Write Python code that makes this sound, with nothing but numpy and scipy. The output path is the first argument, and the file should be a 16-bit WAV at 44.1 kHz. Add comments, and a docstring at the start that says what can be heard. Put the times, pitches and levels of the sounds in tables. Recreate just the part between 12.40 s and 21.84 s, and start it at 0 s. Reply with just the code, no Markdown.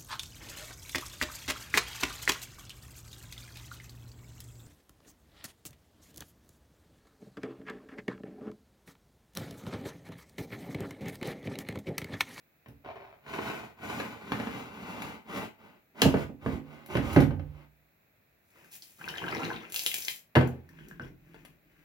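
"""The plastic water tank of a tumble dryer is pulled from its bay in a small, hard-walled room.
First fingertips slip on the handle. Then the tank scrapes along its rails and knocks in the hollow
cabinet; its stop tab snaps over a catch and the thin panels shudder. Next, as it is carried away,
its water sloshes and bubbles, and some splatters on the floor. Last, it is set down with a boom
on the lid of a washing machine, where the water inside sloshes on with a low rumble."""
import sys
import numpy as np
from scipy import signal
from scipy.fft import rfft, irfft
from scipy.io import wavfile

SR = 44100
rng = np.random.default_rng(int(sys.argv[2]) if len(sys.argv) > 2 else 0)


def transcribe(u):
    """Save the signal u as a 16-bit wav file named by the first command-line argument.

    u: samples, shape (n,) or (channels, n), limited to [-1, 1]; the rate is SR.
    q: integer samples, one column per channel.
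    """
    v = np.clip(np.atleast_2d(u).T, -1, 1)
    q = np.round(v * 32767).astype(np.int16)
    wavfile.write(sys.argv[1], SR, q)


N = 416304
TIME = np.arange(N) / SR
RING_TIME = np.arange(SR * 3 // 4) / SR  # the clock for one short sound, in seconds

# The tank hits its bay, and later the washer lid.
# Each row: start in seconds, thud level in dB, clack level in dB, brightness in Hz.
BAY_KNOCKS = [(.26, -52.5, -53.5, 2060), (.284, -45, -59.5, 12000), (.46, -57, -47, 1010),
              (.557, -67, -46.5, 1320), (.864, -59, -47.5, 1600), (.937, -54, -35, 1600),
              (.987, -51, -31, 990), (1.099, -58, -35, 1680), (1.6, -50, -32, 1760),
              (1.919, -34, -27.5, 1850), (1.999, -54, -31.5, 1370), (2.07, -62, -33.5, 1210),
              (2.62, -56, -37.5, 5800), (3.619, -20, -21, 2483), (3.652, -13.5, -24, 710),
              (3.741, -22.5, -22, 600), (3.892, -36.5, -61, 588), (4.061, -23.5, -29.5, 900),
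              (4.145, -30.5, -63, 600), (4.461, -79.5, -50, 14100), (4.553, -23, -26, 1070),
              (4.569, -19.5, -31, 2540), (4.73, -70, -42.5, 12000), (4.7615, -12, -23, 1302),
              (4.769, -11.5, -21, 600), (4.804, -33, -35.5, 7000), (4.822, -31.5, -36, 2440),
              (4.907, -29.5, -35.5, 700), (4.995, -41, -46, 1460)]
LID_KNOCKS = [(7.953, -27, -25, 2800), (7.958, -21, -20, 1580), (7.967, -12, -22, 873),
              (8.01, -20.5, -31, 1750), (8.602, -36.5, -70, 900), (8.943, -58.5, -50.5, 2510),
              (9.05, -61, -50.5, 9000)]
# The hollow notes (modes) of the tank in its bay and on the lid.
# Each row: pitch in Hz, level in dB, seconds to fade by 60 dB (called t60 below).
BAY_MODES = [(64.4, -18, 1), (87.3, -9.5, 0.63), (110.4, -9.5, 0.31), (128.6, -3.5, 0.39),
             (147.7, -6.5, 0.78), (180, 4.5, 0.14), (224.8, 2, 0.37), (265.4, 0.5, 0.41), (288.3, -5, 0.47),
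             (324, -12.5, .25), (369, -12.5, 0.17), (447, -10.5, 0.5), (507, -10, 0.6), (568, -9.5, 0.18),
             (642, -17.5, 0.22), (763, -21, 0.27), (821, -11.5, 0.25)]
LID_MODES = [(84.7, 7.5, 0.62), (130.9, 12, 0.47), (161, 3, 0.23), (242, 14.5, 0.33), (270, 4, 0.31),
             (322, 6.5, 0.38), (374, -2, 0.46), (487, 6.5, 0.28), (635, -10, 0.21), (700, -6.5, 0.3),
             (910, -18, 0.31)]

# Movements that swell and die away.
# Each row: peak time in seconds, rise in seconds, fall in seconds, level in dB.
PANEL_SHUDDERS = [(.31, .03, 0.14, -56.5), (3.68, .08, 0.33, -39), (4.12, 0.12, 0.088, -36.5),
                  (4.78, .3, .44, -34)]  # the tank's weight rocks on the cabinet panels
TUGS = [(.9, 0.048, 0.12, -43.5), (1.08, 0.29, .3, -39.5), (1.54, .2, 0.3, -36.5),
        (2.04, 0.37, 0.42, -40.5), (2.62, .45, .24, -41), (3.0, 0.17, 0.11, -37), (3.26, 0.17, .18, -57),
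        (3.63, 0.098, 0.29, -39.5), (3.8, 0.14, 0.074, -42.5), (4.1, 0.12, .13, -44),
        (4.36, 0.18, 0.25, -53), (4.56, 0.099, 0.047, -38), (4.77, 0.27, .13, -38.5),
        (5.21, 0.22, 0.077, -58)]  # the tank slides along its rails
WATER_SWINGS = [(6.19, 0.1, 0.17, -59.5), (6.62, 0.047, 0.058, -50), (6.72, 0.13, 0.12, -45.5),
                (6.95, 0.03, 0.046, -40), (7.04, 0.35, 0.19, -32.5), (7.22, 0.054, 0.14, -48.5)]  # water swings inside the carried tank
GUSHES = [(6.33, .022, .06, -43.5), (6.43, 0.024, 0.042, -51), (6.7, 0.69, 0.52, -57.5),
          (7.39, 0.08, 0.12, -38), (7.55, 0.22, .26, -38)]  # spilled water spatters on the floor
LID_SLOSHES = [(8.42, 0.23, 0.32, -51), (8.62, .02, 0.12, -42.5), (8.98, 0.29, 0.26, -58),
               (9.38, 0.23, 0.25, -65.5)]  # water sloshes in the tank as it stands on the lid

# Fingertips slip in the handle. Each row: start in seconds, length in seconds, level in dB.
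FINGER_SLIPS = [(0.437, 0.063, -44), (0.548, .02, -49.5), (0.598, 0.13, -55.5)]
# Single air pockets close in the water. Each row: start in seconds, level in dB, pitch in Hz.
PLOPS = [(6.6133, -42.5, 1500), (6.6417, -43, 2530), (6.6781, -35.5, 1510), (6.69, -37, 2900),
         (6.7403, -41, 1610), (6.782, -35, 3050), (6.8405, -35, 1530), (6.8818, -35, 1530),
         (6.949, -37, 2070), (7.033, -37, 2660), (7.048, -45, 1220), (7.052, -39, 3870),
         (7.1246, -47, 1470), (7.163, -43, 3600), (7.463, -30.5, 2970), (7.683, -32, 3040),
         (8.29, -56.5, 1750), (8.3877, -53, 1580), (8.512, -46, 1610), (8.597, -37, 1505)]
# Drops land. Each row: start in seconds, slap level in dB, ring level in dB, ring pitch in Hz.
DROPS = [(6.422, -68, -48, 4170), (6.685, -48, -42, 4200), (6.772, -62, -48, 3280), (7.3, -50.5, -67, 2000),
         (7.322, -38.5, -55, 5500), (7.3434, -32, -57, 4510), (7.361, -29.5, -33, 3480),
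         (7.393, -52, -33, 3750), (7.463, -27, -28, 3360), (7.515, -61, -36, 2700),
         (7.5417, -28, -33, 2800), (7.585, -56, -55.5, 2920), (7.622, -46.5, -41, 4500),
         (7.649, -40, -40, 5300), (7.682, -35.5, -30.5, 3060), (7.712, -42, -70, 2830),
         (8.074, -50, -64.5, 4760), (8.291, -64.5, -67, 4670), (8.485, -53.5, -84, 5000)]

# Pitches that the plastic shell and the room boost.
# Each row: centre in Hz, width in Hz, boost in dB.
SHELL_RESONANCES = [(228, 13, 4), (446, 23, 6.5), (605, 83, 3.5), (859, 92, 2.5), (982, 23, 1),
                    (1509, 100, 3.5), (2100, 39, 0), (2910, 600, 3.5), (4030, 100, 3)]
STANDING_WAVES = [(131, 44, 4), (382, 58, 2.5), (820, 200, 2)]

# A sound's colour is its mix of low and high pitches. Each row: frequency in Hz, gain in dB.
CLACK_COLOUR = [(60, -26.5), (200, 1), (500, -3), (1000, -3), (2000, -0.5), (4000, -6.5), (7000, -9.5),
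                (11000, 2), (16000, 4)]  # the thin tank wall
FLEX_COLOUR = [(25, -30.5), (55, -10), (125, -2.5), (260, -3.5), (450, -10), (900, -17.5), (3000, -57)]  # bending panels
SCRAPE_COLOUR = [(29, -50.5), (50, -14.5), (220, -1.5), (371, -7), (433, -8.5), (545, -9.5), (991, -8),
                 (1510, -10), (1730, -19), (2020, -10), (5000, -30), (6500, -58.5), (11000, -120)]  # plastic rubbing on plastic
HISS_COLOUR = [(1500, -23), (3000, -1), (4500, -6), (7000, -3.5), (11000, -8), (16000, -8.5)]  # the fine hiss of that rubbing
GRIP_COLOUR = [(59, -10), (100, -9), (300, -14), (388, -2), (505, -8), (587, 3.5), (1130, -8), (1920, -13),
               (2190, -10.5), (9000, -48), (11700, -73), (19800, -120)]  # fingers on the hollow handle
GURGLE_COLOUR = [(35, -53), (60, -5), (113, -5.5), (237, 1), (471, 0), (642, 1), (1130, 1.5), (1500, 3),
                 (1950, -27), (3300, -120)]  # big bubbles
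CHURN_COLOUR = [(400, -10), (1200, -6.5), (1550, -1), (2500, 0.5), (3500, -15), (7000, -16), (14000, -20)]  # the stirred water surface
SPLASH_COLOUR = [(400, -7), (1300, -11), (2500, 0.5), (4500, -2), (7000, 3.5), (11000, 4), (16000, 2)]  # water hitting the floor
RUMBLE_COLOUR = [(24, -36), (40, 4.5), (108, -19), (157, 7), (204, -9), (339, -1), (556, -28.5), (900, -40),
                 (1170, -41), (1980, -120)]  # low sloshing in the tank on the lid
AIR_COLOUR = [(18, -36), (30, -4.5), (141, -0.5), (512, -9.5), (600, -6.5), (988, -16), (1760, -12),
              (2540, -10.5), (2980, -24.5), (3980, -20), (4910, -27.5), (7670, -27), (8520, -29),
              (14400, -19.5), (16000, -13)]  # the steady background
PORT_COLOUR = [(20, 1), (7600, -2), (8600, -8.5), (9600, -9), (11000, 0), (16000, -2)]  # the microphone's small openings (ports)

# Where the tank is heard. Each row: time in seconds, left minus right in dB.
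TANK_POSITION = [(0, 0), (3, 1), (3.6, -1), (4.6, -2), (5.2, -0.5), (6.3, 1), (7.9, 1.5), (9.4, 3.5)]
# How each pitch leans to one side. Each row: frequency in Hz, left minus right in dB.
STEREO_BALANCE = [(60, -7), (120, -3), (200, -1), (330, -3), (700, -2), (1300, -1.5), (2400, 8),
                  (4400, -2.5), (8000, 1.5), (15000, 4)]


def knocks(table, modes, clack_t60, wall_db, wall_t60, flex_db, flex_t60):
    """The shell clacks and the body booms. Each hit has its own brightness, from dull to sharp."""
    thuds, clacks = np.zeros(N), np.zeros(N)
    for start, thud_db, clack_db, bright_hz in table:
        strike = burst(clack_t60) + amp(wall_db) * burst(wall_t60)
        clack = colour(strike, CLACK_COLOUR, SHELL_RESONANCES)
        for cutoff_hz in (bright_hz, bright_hz * 1.18):
            clack = signal.lfilter(*signal.butter(1, min(cutoff_hz, SR / 3), fs=SR), clack)
        add(clacks, start, at_level(clack, clack_db))
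        # The panels flex in many crowded modes between the strong ones.
        flex = colour(burst(flex_t60), FLEX_COLOUR)
        add(thuds, start, at_level(boom(modes), thud_db) + at_level(flex, thud_db + flex_db))
    return thuds, clacks


def boom(modes):
    """The hollow body rings. Shifting water and the spot struck change its notes a little each time."""
    out = 0
    for k, (hz, db, t60) in enumerate(modes):
        detune, weight = rng.standard_normal(2)
        pitch = hz * (1 + .008 * detune)
        tone = np.sin((2 * np.pi * pitch * RING_TIME).astype(np.float32))
        out = out + (-1) ** k * amp(db + 1.5 * weight) * tone * fade(t60)
    return out


def tab_snap():
    """The tank's stop tab springs over its catch with a hard, bright crack."""
    out = np.zeros(N)
    crack = burst(t60=.024) + amp(-23.5) * burst(t60=.25)
    tab_colour = [(1200, -38), (2600, 0), (4000, -2.5), (6500, -5), (9000, -10), (15000, -14)]
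    tab = colour(crack, tab_colour, peaks=[(2900, 350, 8.7), (3840, 300, 4.4)])
    add(out, start=3.618, sound=at_level(tab, db=-19))
    return out


def panel_shudder():
    """The cabinet drums low while the tank rocks on the end of its rails."""
    low_band = signal.butter(2, [52, 95], "band", fs=SR, output="sos")
    drumming = unit(signal.sosfilt(low_band, rng.standard_normal(N)))
    return swells(PANEL_SHUDDERS, steepness=1.6) * drumming


def sliding():
    """Plastic catches and slips on plastic: the shell rings with it, and faster tugs hiss more."""
    speed = swells(TUGS, steepness=1.81)
    catching = flutter(per_s=40, depth_db=2)
    coarse_slips = grains(per_s=2700, spread_db=1.5) * catching
    fine_slips = grains(per_s=17000, spread_db=3) * catching
    scrape = unit(colour(coarse_slips, SCRAPE_COLOUR, SHELL_RESONANCES))
    hiss = unit(colour(fine_slips, HISS_COLOUR))
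    return amp(2) * speed * scrape + speed ** 1.263 * hiss


def sloshing():
    """Water churns, and breaking waves fold in bubbles. It laps on after the tank is set down."""
    waves = swells(WATER_SWINGS, steepness=1.82)
    lapping = amp(-30.5) * swells(LID_SLOSHES, steepness=4.8) ** .47
    stir = amp(-16.5) * waves ** .64 + lapping
    breaking = np.minimum(stir / amp(-47), 1)  # gentle stirring makes little froth
    big = bubbles(139.5, 990, cycles=6.3, spread_db=2, count=4000)
    medium = bubbles(900, 3400, cycles=20, spread_db=4.2, count=1800)
    tiny = bubbles(2800, 6500, cycles=30, spread_db=5, count=1000)
    gurgle = unit(colour(big, GURGLE_COLOUR))
    froth = unit(colour(medium + amp(-5) * tiny, CLACK_COLOUR, SHELL_RESONANCES))  # through the wall
    churn = unit(colour(grains(per_s=2400, spread_db=3), CHURN_COLOUR))
    surface = breaking * froth + amp(-7) * churn
    out = amp(-2.5) * waves * gurgle + stir * surface
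    for start, db, hz in PLOPS:
        add(out, start, at_level(bubble(hz, cycles=24, glide=.12), db - 2))
    return out


def spill():
    """Drops slap the floor, trap air that rings briefly, and scatter into mist and droplets."""
    out = np.zeros(N)
    spray = swells(GUSHES, steepness=1)
    for start, slap_db, ring_db, hz in DROPS:
        slap = burst(t60=.007) + amp(-19) * burst(t60=.1)
        add(out, start, at_level(colour(slap, SPLASH_COLOUR), slap_db))
        pocket_band = signal.butter(2, [hz / 1.24, min(hz * 1.41, SR / 3)], "band", fs=SR)
        ring = signal.lfilter(*pocket_band, burst(t60=.015))
        add(out, start, at_level(ring, ring_db))
        scatter = envelope(rise_s=.0053, fade_from_s=.0053, t60=.16)
        add(spray, start, amp(slap_db - 15) * scatter)
    mist = unit(colour(grains(per_s=2700, spread_db=1), SPLASH_COLOUR))
    droplets = unit(colour(grains(per_s=45, spread_db=2), SPLASH_COLOUR))
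    return out + amp(-1) * spray * (mist + amp(-2) * droplets)


def fingers():
    """Fingertips stutter over the hollow handle."""
    pressure = np.zeros(N)
    for start, length_s, db in FINGER_SLIPS:
        add(pressure, start, amp(db) * envelope(rise_s=.016, fade_from_s=length_s, t60=.39))
    return pressure * unit(colour(grains(per_s=700, spread_db=2.5), GRIP_COLOUR))


def water_rumble():
    """Water sloshes in the tank on the lid with a low rumble."""
    rumble = unit(colour(grains(per_s=540, spread_db=3.5), RUMBLE_COLOUR))
    return swells(LID_SLOSHES, steepness=1.24) * rumble


def room(sound, change_s=1.2):
    """Tank and microphone keep moving, so one pattern of echoes slowly gives way to the next."""
    out = np.zeros((2, N))
    for centre in np.arange(0, N / SR + change_s, change_s):
        here = np.abs(TIME - centre) < change_s
        part = sound[here] * np.cos(np.pi / 2 * (TIME[here] - centre) / change_s)
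        for track, tail in zip(out, echoes()):
            add(track, TIME[here][0], signal.fftconvolve(part, tail))
    return out


def echoes(low_t60=.25, high_t60=.23, split_hz=3000, rise_s=.0005):
    """A blur of echoes from plastered walls; the treble dies a little sooner."""
    low, high = (signal.butter(2, split_hz, kind, fs=SR) for kind in ("low", "high"))
    mid, side = (signal.lfilter(*low, burst(low_t60)) + signal.lfilter(*high, burst(high_t60))
                 for _ in range(2))
    onset = 1 - np.exp(-(RING_TIME / rise_s) ** 2)
    tail = stereo(mid, side, apart_hz=231.2) * onset
    return tail / np.sqrt(np.sum(tail ** 2) / 2)


def air():
    """The faint, steady noise of the room and the microphone."""
    mid, side = (colour(rng.standard_normal(N), AIR_COLOUR) for _ in range(2))
    return amp(-65) * unit(stereo(mid, side, apart_hz=600))


def bubble(hz, cycles, glide):
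    """An air pocket rings briefly and rises in pitch as it nears the surface."""
    age = np.arange(int(cycles * SR / hz)) * hz / (cycles * SR)  # runs from 0 to 1
    return np.sin(2 * np.pi * cycles * age * (1 + glide * age / 2)) * np.exp(-np.log(300) * age)


def bubbles(low_hz, high_hz, cycles, spread_db, count):
    """A cloud of bubbles with random times, pitches and strengths."""
    out = np.zeros(N)
    for when, pitch, life, size in rng.random((count, 4)):
        hz = low_hz * (high_hz / low_hz) ** pitch
        gain = amp(-spread_db * np.log(max(size, .03)))
        add(out, when * N / SR, gain * bubble(hz, cycles * (.5 + life), glide=.25))
    return unit(out)


def grains(per_s, spread_db):
    """Tiny random impacts of unequal size."""
    size = amp(spread_db * np.minimum(rng.exponential(size=N), 5))
    return (rng.random(N) < per_s / SR) * size * rng.choice([-1, 1], N)


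def burst(t60):
    """A dense vibration: noise that dies away."""
    return rng.standard_normal(len(RING_TIME)) * fade(t60)


def swells(table, steepness):
    """Each movement speeds up from rest, peaks and stops again; overlapping ones add in power."""
    power = np.zeros(N)
    for peak, rise_s, fall_s, db in table:
        moving = (TIME > peak - rise_s) & (TIME < peak + fall_s)
        progress = np.interp(TIME[moving], [peak - rise_s, peak, peak + fall_s], [0, .5, 1])
        power[moving] += (amp(db) * np.abs(np.sin(np.pi * progress)) ** steepness) ** 2
    return np.sqrt(power)


def flutter(per_s, depth_db):
    """A level that wobbles at random."""
    knots = rng.standard_normal(N // 100)
    return amp(depth_db * np.interp(TIME * per_s, np.arange(len(knots)), knots))


def envelope(rise_s, fade_from_s, t60):
    """A level that rises, holds and then fades."""
    fading_s = np.maximum(RING_TIME - fade_from_s, 0)
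    return np.minimum(RING_TIME / rise_s, 1) * np.exp(-np.log(1000) * fading_s / t60)


def fade(t60):
    """A level that falls by 60 dB every t60 seconds."""
    return np.exp(-np.log(1000) * RING_TIME / t60)


def colour(sound, points, peaks=(), size=8192):
    """Filter a sound along a curve of (Hz, dB) points, plus peaks of (Hz, width in Hz, dB)."""
    hz = np.maximum(np.fft.rfftfreq(size, 1 / SR), 1)
    point_hz, point_db = np.transpose(points)
    db = np.interp(np.log(hz), np.log(point_hz), point_db)
    db += sum(boost / (1 + (2 * (hz - centre) / width) ** 2) for centre, width, boost in peaks)
    # Fold the filter so that it rings only after a hit, never before it.
    cepstrum = irfft(db * np.log(10) / 20)
    cepstrum[1:size // 2] *= 2
    cepstrum[size // 2 + 1:] = 0
    response = irfft(np.exp(rfft(cepstrum)))[:size // 2]
    return signal.oaconvolve(sound, response)[:len(sound)]


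def stereo(mid, side, apart_hz):
    """Two close microphone ports hear the same bass but unrelated treble."""
    side = signal.lfilter(*signal.butter(1, apart_hz, "high", fs=SR), side)
    return np.array([mid + side, mid - side]) / np.sqrt(2)


def amp(db):
    """Turn decibels into a gain."""
    return 10 ** (np.asarray(db) / 20)


def unit(sound):
    """Scale a sound to an average (rms) level of 1."""
    return sound / np.sqrt(np.mean(sound ** 2))


def at_level(sound, db):
    """Give a short sound the energy of this level held for 20 ms."""
    return sound * amp(db) * np.sqrt(.02 * SR / np.sum(sound ** 2))


def add(track, start, sound):
    """Mix a sound into the track at a start time in seconds."""
    first = max(int(start * SR), 0)
    part = sound[:max(N - first, 0)]
    track[first:first + len(part)] += part


def scene():
    """Mix the tank and its water with the room's echoes and background, in stereo."""
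    bay_thuds, bay_clacks = knocks(BAY_KNOCKS, BAY_MODES, clack_t60=.034,
                                   wall_db=-15, wall_t60=.22, flex_db=-4, flex_t60=.25)
    lid_thuds, lid_clacks = knocks(LID_KNOCKS, LID_MODES, clack_t60=.052,
                                   wall_db=-28.5, wall_t60=.53, flex_db=-4.5, flex_t60=.36)
    thuds = bay_thuds + lid_thuds + panel_shudder()
    near = bay_clacks + lid_clacks + tab_snap() + sliding() + fingers()
    near = near + sloshing() + spill() + water_rumble()
    direct = amp(-3) * near + amp(-4.5) * thuds
    # The tank is a little to the right, so its direct sound reaches the left port late.
    ports = np.array([np.interp(TIME - .0002, TIME, direct), direct])
    walls = room(amp(-4) * near + amp(-11.5) * thuds)
    pan_db = np.interp(TIME, *np.transpose(TANK_POSITION))
    panned = (ports + walls) * amp(np.array([pan_db, -pan_db]) / 2)
    channels = []
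    for channel, sign in zip(panned, (1, -1)):
        balance = [(hz, sign * db / 2) for hz, db in STEREO_BALANCE]
        channels.append(colour(channel, balance, STANDING_WAVES))
    return np.array(channels) + air()


def record(dry):
    """The microphone ports put a dip in the treble; the deepest bass and the very top are cut."""
    notched = np.array([colour(channel, PORT_COLOUR) for channel in dry])
    bass_cut = signal.butter(4, 46, "high", fs=SR, output="sos")
    top_cut = signal.ellip(10, .2, 80, 16000, fs=SR, output="sos")
    return signal.sosfilt(top_cut, signal.sosfilt(bass_cut, notched))


dry = scene()
out = record(dry)
transcribe(out)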